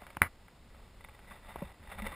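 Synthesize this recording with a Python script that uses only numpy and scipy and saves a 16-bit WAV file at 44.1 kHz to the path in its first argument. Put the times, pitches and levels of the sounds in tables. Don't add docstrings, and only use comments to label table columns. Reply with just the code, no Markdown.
import sys
import numpy as np
from scipy import signal
from scipy.fft import rfft, irfft, next_fast_len
from scipy.io import wavfile
from scipy.ndimage import map_coordinates

SR = 44100
rng = np.random.default_rng(int(sys.argv[2]) if len(sys.argv) > 2 else 0)


def to_wav(s):
    ch = np.atleast_2d(s).T
    pcm = np.round(np.clip(ch, -1, 1) * 32767)
    wavfile.write(sys.argv[1], SR, pcm.astype(np.int16))


N = 94815


def amp(db):
    return 10 ** (np.asarray(db) / 20)


def unit(x):
    return x / np.sqrt(np.mean(x ** 2) + 1e-20)


def gain_at(spectrum, hz):
    frequency_hz, level_db = np.transpose(spectrum)
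    return amp(np.interp(np.log(hz + 1), np.log(frequency_hz + 1), level_db))


def curve(rows):
    return np.interp(np.arange(N) / SR, *np.transpose(rows))


def wobble(knots_per_s):
    knots = rng.standard_normal(int(N * knots_per_s / SR) + 4)
    return map_coordinates(knots, [np.arange(N) * knots_per_s / SR])


def filtered(x, response):
    size = next_fast_len(N + SR // 2)
    return irfft(rfft(x, size) * response(np.fft.rfftfreq(size, 1 / SR)), size)[:N]


def noise(spectrum):
    return unit(filtered(rng.standard_normal(N), lambda hz: gain_at(spectrum, hz)))


def pulse(response, size=4096):
    magnitude = np.maximum(response(np.fft.rfftfreq(size, 1 / SR)), 1e-4)
    cepstrum = irfft(np.log(magnitude))
    cepstrum[1:size // 2] *= 2
    cepstrum[size // 2 + 1:] = 0
    wave = irfft(np.exp(rfft(cepstrum)))
    return wave / np.abs(wave).max()


def contact(body, scrape_s, size=2048):
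    force = rng.standard_normal(size) * np.exp(-np.arange(size) / SR / scrape_s)
    force /= np.linalg.norm(force)
    force[0] += 1
    sound = signal.fftconvolve(force, body)
    return sound / np.abs(sound).max()


def add(track, start_s, sound):
    part = track[max(round(start_s * SR), 0):][:len(sound)]
    part += sound[:len(part)]


def housing(hz):
    # centre_hz, width_hz, level_db
    modes = [(565, 72, -4.5), (860, 48, -8.5), (1956, 81, 0.5), (2700, 98, -9), (3564, 56, -5)]
    return sum(amp(level_db) * 1j * hz * width_hz / (centre_hz ** 2 - hz ** 2 + 1j * hz * width_hz)
               for centre_hz, width_hz, level_db in modes)


def rumble():
    # time_s, level_db
    swell = [(0, -56), (.2, -56), (.4, -58), (.8, -53.5), (1.15, -54.5), (1.32, -56), (1.45, -54.5),
             (1.66, -45.5), (1.76, -58.5), (1.81, -47.5), (1.87, -51.5), (1.97, -43.5), (2.07, -40.5),
             (2.15, -51)]
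    # frequency_hz, level_db
    spectrum = [(12, -17), (20, 5), (70, 2), (123, -12.5), (209, -12), (268, -17.5), (300, -42),
                (390, -14.5), (660, -120)]
    trim_db = -3
    return amp(curve(swell) + trim_db) * noise(spectrum)


def hiss():
    # frequency_hz, level_db
    common = [(100, -1), (400, -7.5), (950, -11.5), (1500, -15), (3400, -18), (5600, -21), (7300, -26)]
    # frequency_hz, level_db
    channel = [(59, -28), (100, -12), (415, -1.5), (859, -8.5), (4730, -1), (5970, 2), (7000, -10),
               (9100, -36), (15400, -120)]
    return amp(-61.5) * noise(common) + amp(-76) * np.array([noise(channel), noise(channel)])


def rustle():
    # frequency_hz, level_db
    spectrum = [(120, -49), (200, -2.5), (240, -14.5), (304, -21.5), (546, -9), (711, -7), (853, -5.5),
                (1230, -8), (1640, -12), (2000, -12), (2170, -8.5), (3070, -24), (3580, -17), (3840, -21.5),
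                (5600, -84), (7280, -75), (12300, -120)]
    # time_s, level_db
    rubbing = [(0, -59.5), (.18, -65), (.33, -73.5), (.68, -72.5), (.8, -64), (.92, -70), (1.08, -67),
               (1.22, -65.5), (1.32, -54.5), (1.375, -56.5), (1.41, -67.5), (1.49, -52), (1.54, -57),
               (1.63, -55.5), (1.69, -57.5), (1.76, -68.5), (1.86, -58), (1.9, -53.5), (1.925, -45),
               (1.968, -57.5), (1.992, -43.5), (2.01, -56.5), (2.045, -49), (2.07, -43), (2.09, -49.5),
               (2.125, -44), (2.15, -52)]
    grains_per_s, flutter_db = 5000, 2
    grains = rng.standard_normal(N) * (rng.random(N) < grains_per_s / SR)
    direct = unit(filtered(grains, lambda hz: gain_at(spectrum, hz)))
    ring = unit(filtered(grains, housing))
    level_db = curve(rubbing) + flutter_db * wobble(knots_per_s=90)
    return unit(direct + amp(-6) * ring) * amp(level_db)


def ticks():
    # start_s, peak_db, scrape_s, ring_db
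    touches = [(0.018, -43.5, 0.0034, -13), (0.0354, -44, 0.0022, -17), (0.0672, -36.5, 0.0073, -32),
               (0.0713, -45, 0.0014, -23), (0.1042, -38.5, 0.0046, -31), (0.149, -46.5, 0.0029, -15),
               (0.1694, -28, 0.0015, -14), (0.483, -44.5, 0.0055, -12), (.748, -48.5, 0.0035, -5),
               (0.79, -56, .004, -6), (1.008, -44, 0.0037, -1), (1.015, -52, 0.0031, 0),
               (1.042, -42, .006, 2), (1.0472, -35.5, 0.0011, -3.5), (1.087, -43, 0.006, -2.5),
               (1.095, -46.5, 0.0023, -9), (1.148, -46, .004, 0.5), (1.192, -42.5, 0.0066, -13),
               (1.3103, -42, 0.00075, -22), (1.498, -48, 0.0034, 5), (1.558, -38, .003, -1),
               (1.586, -42.5, 0.0056, -7), (1.606, -44, 0.0016, -8), (1.917, -43, 0.0028, -6),
               (2.021, -34, 0.0035, 1), (2.066, -28.5, 0.0029, 2), (2.07, -29, 0.0026, 3)]
    # frequency_hz, level_db
    spectrum = [(150, -33), (250, -17), (455, -25), (546, -1.5), (655, -7), (838, -3), (1650, -3),
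                (1980, -8.5), (2170, -3), (3690, -18.5), (5600, -23), (7280, -56), (12300, -120)]
    click = pulse(lambda hz: gain_at(spectrum, hz))
    ring = pulse(lambda hz: np.abs(housing(hz)))
    out = np.zeros(N)
    for start_s, peak_db, scrape_s, ring_db in touches:
        add(out, start_s, amp(peak_db) * contact(click + amp(ring_db) * ring, scrape_s))
    return out


def finger_thuds():
    # start_s, peak_db, cutoff_hz, ring_hz, ring_db
    touches = [(0.0213, -38, 900, 690, -2), (.169, -30.5, 1800, 910, -12), (1.314, -43.5, 1400, 1140, 7),
               (1.559, -28.5, 1400, 1080, -14), (1.619, -36, 990, 925, -12), (1.6218, -30.5, 690, 560, -1),
               (1.990, -37.5, 1300, 1220, 0), (2.128, -37, 1400, 1135, 6)]
    # frequency_hz, level_db
    spectrum = [(35, -24), (70, -12), (180, 3.5), (400, -7.5), (600, -9.5), (1000, -3), (1300, -10.5),
                (1750, -20.5), (2400, -1), (3200, -16), (5000, -43)]
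    ring_t60_s = 0.034
    out = np.zeros(N)
    for start_s, peak_db, cutoff_hz, ring_hz, ring_db in touches:
        thud = pulse(lambda hz: gain_at(spectrum, hz) / np.sqrt(1 + (hz / cutoff_hz) ** 4))
        t = np.arange(len(thud)) / SR
        ring = amp(ring_db - 60 * t / ring_t60_s) * np.sin(2 * np.pi * ring_hz * t)
        add(out, start_s, amp(peak_db) * contact(thud + ring, scrape_s=0.0065))
    return out


def judder():
    # start_s, length_s, pitch_hz, level_db
    lurches = [(.168, 0.015, 85, -40), (1.620, 0.033, 175, -44), (2.02, 0.043, 207, -37)]
    out = np.zeros(N)
    for start_s, length_s, pitch_hz, level_db in lurches:
        t = np.arange(int(length_s * SR)) / SR
        envelope = amp(level_db) * np.sin(np.pi * np.sqrt(t / length_s))
        add(out, start_s, envelope * np.sin(2 * np.pi * pitch_hz * t))
    return out


def bump():
    # start_s, level_db
    blows = [(0.2169, -4.5), (0.2205, -41), (0.2284, -20)]
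    # frequency_hz, level_db
    crack_spectrum = [(50, -7), (95, 4.5), (200, -0.5), (480, -15), (700, -8), (1000, -0.5), (1350, 6),
                      (1700, 3.5), (2100, 7), (2350, 3), (2600, -7.5), (3200, -21), (3850, -14),
                      (4300, -34), (5000, -23.5), (5600, -35)]
    # pitch_hz, level_db, t60_s
    mount_modes = [(87.3, -28.5, 0.15), (218, -71, 0.1354), (591, -38, 0.086), (933, -34, 0.094),
                   (1098, -68, .12), (1990, -32, 0.13)]
    # frequency_hz, level_db
    rattle_spectrum = [(80, -5), (150, 0.5), (390, -10), (620, -7), (900, -7.5), (1400, -1.5), (1750, -7),
                       (2000, -0.5), (2330, -5), (2520, -17), (2800, -12), (3200, -27.5), (3900, -24),
                       (5600, -30.5)]
    out, t = np.zeros(N), np.arange(N) / SR
    crack = pulse(lambda hz: gain_at(crack_spectrum, hz))
    for start_s, level_db in blows:
        add(out, start_s, amp(level_db) * crack)
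    ring = sum(amp(level_db - 60 * t / t60_s) * np.sin(2 * np.pi * pitch_hz * t)
               for pitch_hz, level_db, t60_s in mount_modes)
    fall_db_per_s, settle_s, extra_fall_db_per_s = 284, 0.051, 900
    rattle_db = -31.5 - fall_db_per_s * t - extra_fall_db_per_s * np.maximum(t - settle_s, 0)
    add(out, blows[0][0], ring + amp(rattle_db) * noise(rattle_spectrum))
    spread_s, knee_hz = 0.0029, 2100
    return filtered(out, lambda hz: np.exp(-2j * np.pi * spread_s * (np.hypot(hz, knee_hz) - knee_hz)))


def scene():
    microphone = rumble() + rustle() + ticks() + finger_thuds() + judder() + bump()
    return microphone + hiss()


def record(dry):
    # frequency_hz, gain_db
    treble = [(6000, 0), (10000, 1), (14300, 1.5), (15000, 2.5), (15700, -14.5)]
    input_edge_hz, hold_hz, top_hz = 5460, 12000, 15750
    mirror = 1 + 2 * np.cos(2 * np.pi * hold_hz * np.arange(N) / SR)

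    def output_response(hz):
        hold_droop = np.sinc(hz / hold_hz)
        return hold_droop * gain_at(treble, hz) * (hz < top_hz)

    narrow = [filtered(x, lambda hz: 1 / np.sqrt(1 + (hz / input_edge_hz) ** 50)) for x in dry]
    return np.array([filtered(x * mirror, output_response) for x in narrow])


dry = scene()
out = record(dry)
to_wav(out)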